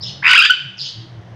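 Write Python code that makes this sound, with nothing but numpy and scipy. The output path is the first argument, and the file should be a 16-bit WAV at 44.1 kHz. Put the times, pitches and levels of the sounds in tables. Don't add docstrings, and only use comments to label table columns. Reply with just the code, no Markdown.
import sys
import numpy as np
from scipy import signal
from scipy.fft import rfft, irfft
from scipy.io import wavfile

SR = 44100
rng = np.random.default_rng(int(sys.argv[2]) if len(sys.argv) > 2 else 0)


def magnitude_from_level(level_db):
    exponent = np.asarray(level_db, float) / 20
    return 10 ** exponent


def output_pcm(signal):
    pcm = np.clip(np.atleast_2d(signal).T, -1, 1) * 32767
    wavfile.write(sys.argv[1], SR, np.round(pcm).astype(np.int16))


N = 59535

# f/Hz, level/dB
TONE_SPECTRUM = [(12, -47), (20, -21), (60, -28), (90, -14.5), (150, -16), (256, -25.5), (433, -24),
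                 (656, -21), (1210, -29), (2100, -29.5), (2480, -38.5), (3090, -34), (3860, -42),
                 (6200, -45), (7300, -58.5), (15000, -74)]
# t/s, level/dB
MID_GAIN = [(0, 3.5), (.1, 0.5), (.2, 0), (.5, -7.5), (.75, -6), (1.0, -4), (1.15, 0.5), (1.35, 1.5)]
# t/s, level/dB
RUMBLE_GAIN = [(0, 7), (.15, 6.5), (.3, -1.5), (.6, -3.5), (.8, -6.5), (1.0, 4), (1.25, 3.5), (1.35, 5.5)]
# t/s, f/Hz, level/dB
HUM_CONTOUR = [(0.0, 106.3, -40.5), (0.036, 114.7, -40), (0.09, 132.1, -33), (0.156, 121.4, -44),
               (0.194, 135.5, -41), (0.338, 136.1, -48.5), (0.394, 117.3, -53), (0.514, 116.3, -60),
               (0.56, 139.3, -55.5), (0.672, 133.2, -33.5), (0.728, 116.4, -59.5), (0.766, 116.8, -51.5),
               (0.822, 134.6, -40.5), (0.864, 132.8, -44.5), (0.91, 117.1, -54), (0.988, 114.1, -31),
               (1.056, 119.6, -44), (1.198, 116.5, -32.5), (1.218, 115.6, -47), (1.35, 115.9, -35.5)]
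# f/Hz, rms pitch waver f/Hz
DRONE_LINES = [(184, 9.3), (328, 6.9)]
# t/s, level/dB
DRONE_CONTOURS = [
    [(0.0, -54), (0.066, -42.5), (0.582, -69.5), (0.654, -46), (0.882, -59), (1.35, -48)],
    [(0.0, -64), (0.12, -72), (0.214, -54.5), (0.906, -66.5), (1.048, -42.5), (1.082, -63.5), (1.108, -60),
     (1.194, -48), (1.248, -61.5), (1.35, -54.5)],
]
# t/s, f/Hz, level/dB
CHIRP_NOTES = [
    [(.004, 4270, -42.5), (.014, 4900, -31), (.02, 5150, -37), (.023, 5150, -22), (.03, 5370, -35.5),
     (.038, 5106, -22), (.046, 5164, -39), (.053, 5270, -32), (.058, 5170, -43), (.063, 5150, -42),
     (.07, 5650, -37)],
    [(.026, 4080, -32), (.033, 3674, -29), (.044, 3335, -35), (.054, 2670, -41), (.064, 3350, -31),
     (.074, 3456, -26), (.081, 4150, -30.5), (.088, 4206, -33.5), (.092, 3000, -35.5), (.097, 2910, -27.5),
     (.106, 2930, -48)],
    [(.77, 5360, -46), (.779, 5310, -39), (.786, 5250, -44), (.789, 4900, -31.5), (.8, 4600, -28.5),
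     (.812, 4846, -25.5), (.822, 4700, -25.5), (.838, 5300, -38), (.848, 4750, -34), (.87, 4114, -34),
     (.891, 4520, -43), (.9, 4500, -55)],
    [(.772, 3133, -42), (.79, 3100, -39), (.805, 3900, -30.5), (.818, 3580, -32), (.83, 3013, -33.5),
     (.845, 3300, -32), (.862, 2930, -25.5), (.876, 4050, -34.5), (.89, 4100, -32.5), (.905, 4100, -62)],
]
CHIRP_OCTAVES = [-40, -8.5, -15, -6]
CHIRP_JITTERS = [0.0099, 0.035, 0.057, 0.0603]
# f/Hz, level/dB
CHIRP_FILTER = [(2000, -1.5), (5500, 3.5), (6800, -6.5), (7800, -23.5), (9500, -20.5), (11000, -57)]
# delay t/s, level/dB relative to the direct sound
REFLECTIONS = [(.0045, -15.5), (.008, -13), (0.012, -12), (0.02, -16), (.028, -15)]
# f/Hz, level/dB
ROOM_FILTER = [(500, 2), (1500, -6.5), (2600, -1), (4000, 2.5), (8000, 2)]
# f/Hz, t/s
ROOM_DECAY = [(500, 0.51), (1500, 0.63), (3000, 0.66), (4100, 0.56), (5000, 0.5), (8000, 0.46)]
# t/s, f/Hz
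PITCH_TURNS = [(.225, 760), (0.234, 1072), (.236, 862), (.242, 1317), (0.243, 874), (0.248, 1315),
               (0.2507, 889), (.258, 1303), (.263, 933.5), (.271, 1333), (.276, 918.4), (0.282, 1407),
               (.288, 994.2), (0.296, 1516), (0.303, 1002), (.312, 1513), (0.322, 1040), (.332, 1512),
               (0.338, 947.6), (.37, 1672), (.381, 1256), (.389, 1400), (0.403, 1208), (0.43, 1606),
               (.434, 1385), (.444, 1670), (0.452, 1182), (.464, 1730), (.485, 1750), (0.5, 1411),
               (0.508, 1515), (.515, 1532), (.53, 1520)]
# t/s, level/dB
EFFORT_CONTOUR = [(.224, -29.5), (.231, -14.5), (.237, -22.5), (.245, -11), (.256, -9.5), (.269, -7.5),
                  (.282, -9), (.3, -9.5), (.318, -5.5), (.326, -15.5), (.335, -4), (.343, -12),
                  (.354, -5.5), (.363, -9.5), (.374, -17.5), (.379, -4.5), (.386, -10), (.392, -7),
                  (.401, -12), (.413, -9), (.421, -13.5), (.426, -10), (.431, -22), (.438, -13),
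                  (.446, -15.5), (.455, -9.5), (.468, -15.5), (.478, -34), (.494, -40), (.5, -2.5),
                  (.508, -7.5), (.514, -11), (.524, -66.5)]
# t/s, octave level/dB, higher partials level/dB, rasp level/dB
TIMBRE = [(.224, -7, -31, 5), (.27, 2.5, -8.5, -0.5), (.3, -4, -1.5, 3), (.33, -1, -1.5, -0.5),
          (.365, -2, -0.5, -1), (.385, 1.5, -2.5, -9), (.41, 0.5, 2.5, -13), (.43, 1.5, 0, 1),
          (.455, -2, 2.5, 2.5), (.47, 1, -13.5, 4.5), (.499, -16, -11, -7), (.504, -11, 0, -4.5),
          (.507, 1.5, -4, -14.5), (.52, 0.5, -20, -12)]
PARTIALS_DB = [3.5, 8, -3, -6, -13.5, -13]
# f/Hz, level/dB
THROAT_FILTER = [(500, -39), (800, -21.5), (1000, -16), (1250, -16), (1470, -2.5), (1750, -3), (1950, -6.5),
                 (2600, -4.5), (3200, -5.5), (3700, -5), (4200, -16.5), (4550, -8), (4900, 0.5),
                 (5250, -13), (5700, -19.5), (7400, -18.5), (8000, -24.5), (9500, -39)]


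def curve(points, t):
    return np.interp(t, *np.transpose(points))


def colour(x, points):
    f, db = np.transpose(points)
    hz = np.fft.rfftfreq(len(x), 1 / SR)
    gain = magnitude_from_level(np.interp(np.log(hz + 1), np.log(f), db))
    return irfft(rfft(x) * gain, len(x))


def wobble(hz):
    b, a = signal.butter(2, min(hz, 5000), fs=SR)
    noise = signal.lfilter(b, a, rng.standard_normal(N))
    return noise / np.sqrt(np.mean(noise ** 2) + 1e-20)


def background():
    t = np.arange(N) / SR
    tone = colour(rng.standard_normal(N), TONE_SPECTRUM)
    high = signal.butter(4, 230, "high", fs=SR, output="sos")
    tone = tone * magnitude_from_level(-48) / np.std(signal.sosfilt(high, tone))
    mid = signal.sosfiltfilt(signal.butter(2, [400, 1100], "band", fs=SR, output="sos"), tone)
    rumble = signal.sosfiltfilt(signal.butter(2, 280, fs=SR, output="sos"), tone)
    mid_change = mid * (magnitude_from_level(curve(MID_GAIN, t)) - 1)
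    rumble_change = rumble * (magnitude_from_level(curve(RUMBLE_GAIN, t)) - 1)
    return tone + mid_change + rumble_change


def line(hz, db, waver_hz):
    strength = np.sqrt(2) * magnitude_from_level(db) * (1 + 0.15 * wobble(40))
    phase = 2 * np.pi * np.cumsum(hz + waver_hz * wobble(14)) / SR
    return strength * np.cos(phase)


def hum():
    t = np.arange(N) / SR
    s, hz, db = np.transpose(HUM_CONTOUR)
    out = line(np.interp(t, s, hz), np.interp(t, s, db), waver_hz=5)
    for (f, waver_hz), contour in zip(DRONE_LINES, DRONE_CONTOURS):
        out = out + line(f, curve(contour, t), waver_hz)
    return out


def far_bird():
    t, out = np.arange(N) / SR, np.zeros(N)
    for note, jitter, octave_db in zip(CHIRP_NOTES, CHIRP_JITTERS, CHIRP_OCTAVES):
        s, hz, db = np.transpose(note)
        pitch = np.interp(t, s, hz) * (1 + jitter * wobble(300))
        phase = 2 * np.pi * np.cumsum(pitch) / SR
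        sounding = (t > s[0]) & (t < s[-1])
        rasp = 1 + magnitude_from_level(-1.5) * wobble(300)
        whistle = np.cos(phase) + magnitude_from_level(octave_db) * np.cos(2 * phase)
        out += magnitude_from_level(np.interp(t, s, db)) * sounding * rasp * whistle
    return colour(out, CHIRP_FILTER)


def echoes(x):
    return sum(magnitude_from_level(db) * np.roll(x, round(s * SR)) for s, db in REFLECTIONS)


def room(x, first_s):
    present = (rng.random(SR) < .1) & (np.arange(SR) > first_s * SR)
    taps = rng.choice([-1., 1.], SR) * present
    hz, t, bands = signal.stft(taps, SR, nperseg=256)
    decay = magnitude_from_level(-60 * t / curve(ROOM_DECAY, hz)[:, None])
    tail = signal.istft(bands * decay, SR, nperseg=256)[1]
    return signal.fftconvolve(colour(x, ROOM_FILTER), tail / np.linalg.norm(tail))[:N]


def parrot():
    t = np.arange(N) / SR
    s, hz = np.transpose(PITCH_TURNS)
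    place = np.interp(t, s, np.arange(len(s)))
    place = np.floor(place) + .5 - .5 * np.cos(np.pi * (place % 1))
    pitch = np.interp(place, np.arange(len(s)), hz)

    fall_oct_per_s = -np.gradient(np.log2(pitch)) * SR
    early = np.clip((.3 - t) / 0.046, 0, 1)
    dip = magnitude_from_level(-15 * np.clip(fall_oct_per_s / 150, 0, 2) * early)

    s, *columns = np.transpose(TIMBRE)
    octave, upper, rasp = (np.interp(t, s, column) for column in columns)
    jitter = 0.016 * magnitude_from_level(rasp) * wobble(340)
    phase = 2 * np.pi * np.cumsum(pitch * (1 + jitter)) / SR
    timbre = [0, octave, upper, upper, upper, upper]
    voice = np.zeros(N)
    for k, db in enumerate(PARTIALS_DB):
        rasp_db = -15.5 + rasp + 4.5 * k
        roughness = 1 + magnitude_from_level(rasp_db) * wobble(562)
        voice += magnitude_from_level(db + timbre[k]) * np.sin((k + 1) * phase) * roughness
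    sounding = (t > EFFORT_CONTOUR[0][0]) & (t < EFFORT_CONTOUR[-1][0])
    return colour(voice * magnitude_from_level(curve(EFFORT_CONTOUR, t)) * dip * sounding, THROAT_FILTER)


def scene():
    near, far = parrot(), far_bird()
    near_in_room = near + echoes(near) + magnitude_from_level(-10) * room(near, first_s=0.015)
    far_in_room = magnitude_from_level(-4.5) * (far + echoes(far)) + magnitude_from_level(-7) * room(far, first_s=0.0082)
    return (near_in_room + far_in_room + background() + hum())[None]


def top_cut(x):
    return signal.sosfilt(signal.butter(12, 15700, fs=SR, output="sos"), x)


def record(dry):
    mix = np.clip(dry, -1.0, 1.0)
    return top_cut(mix)


dry = scene()
out = record(dry)
output_pcm(out)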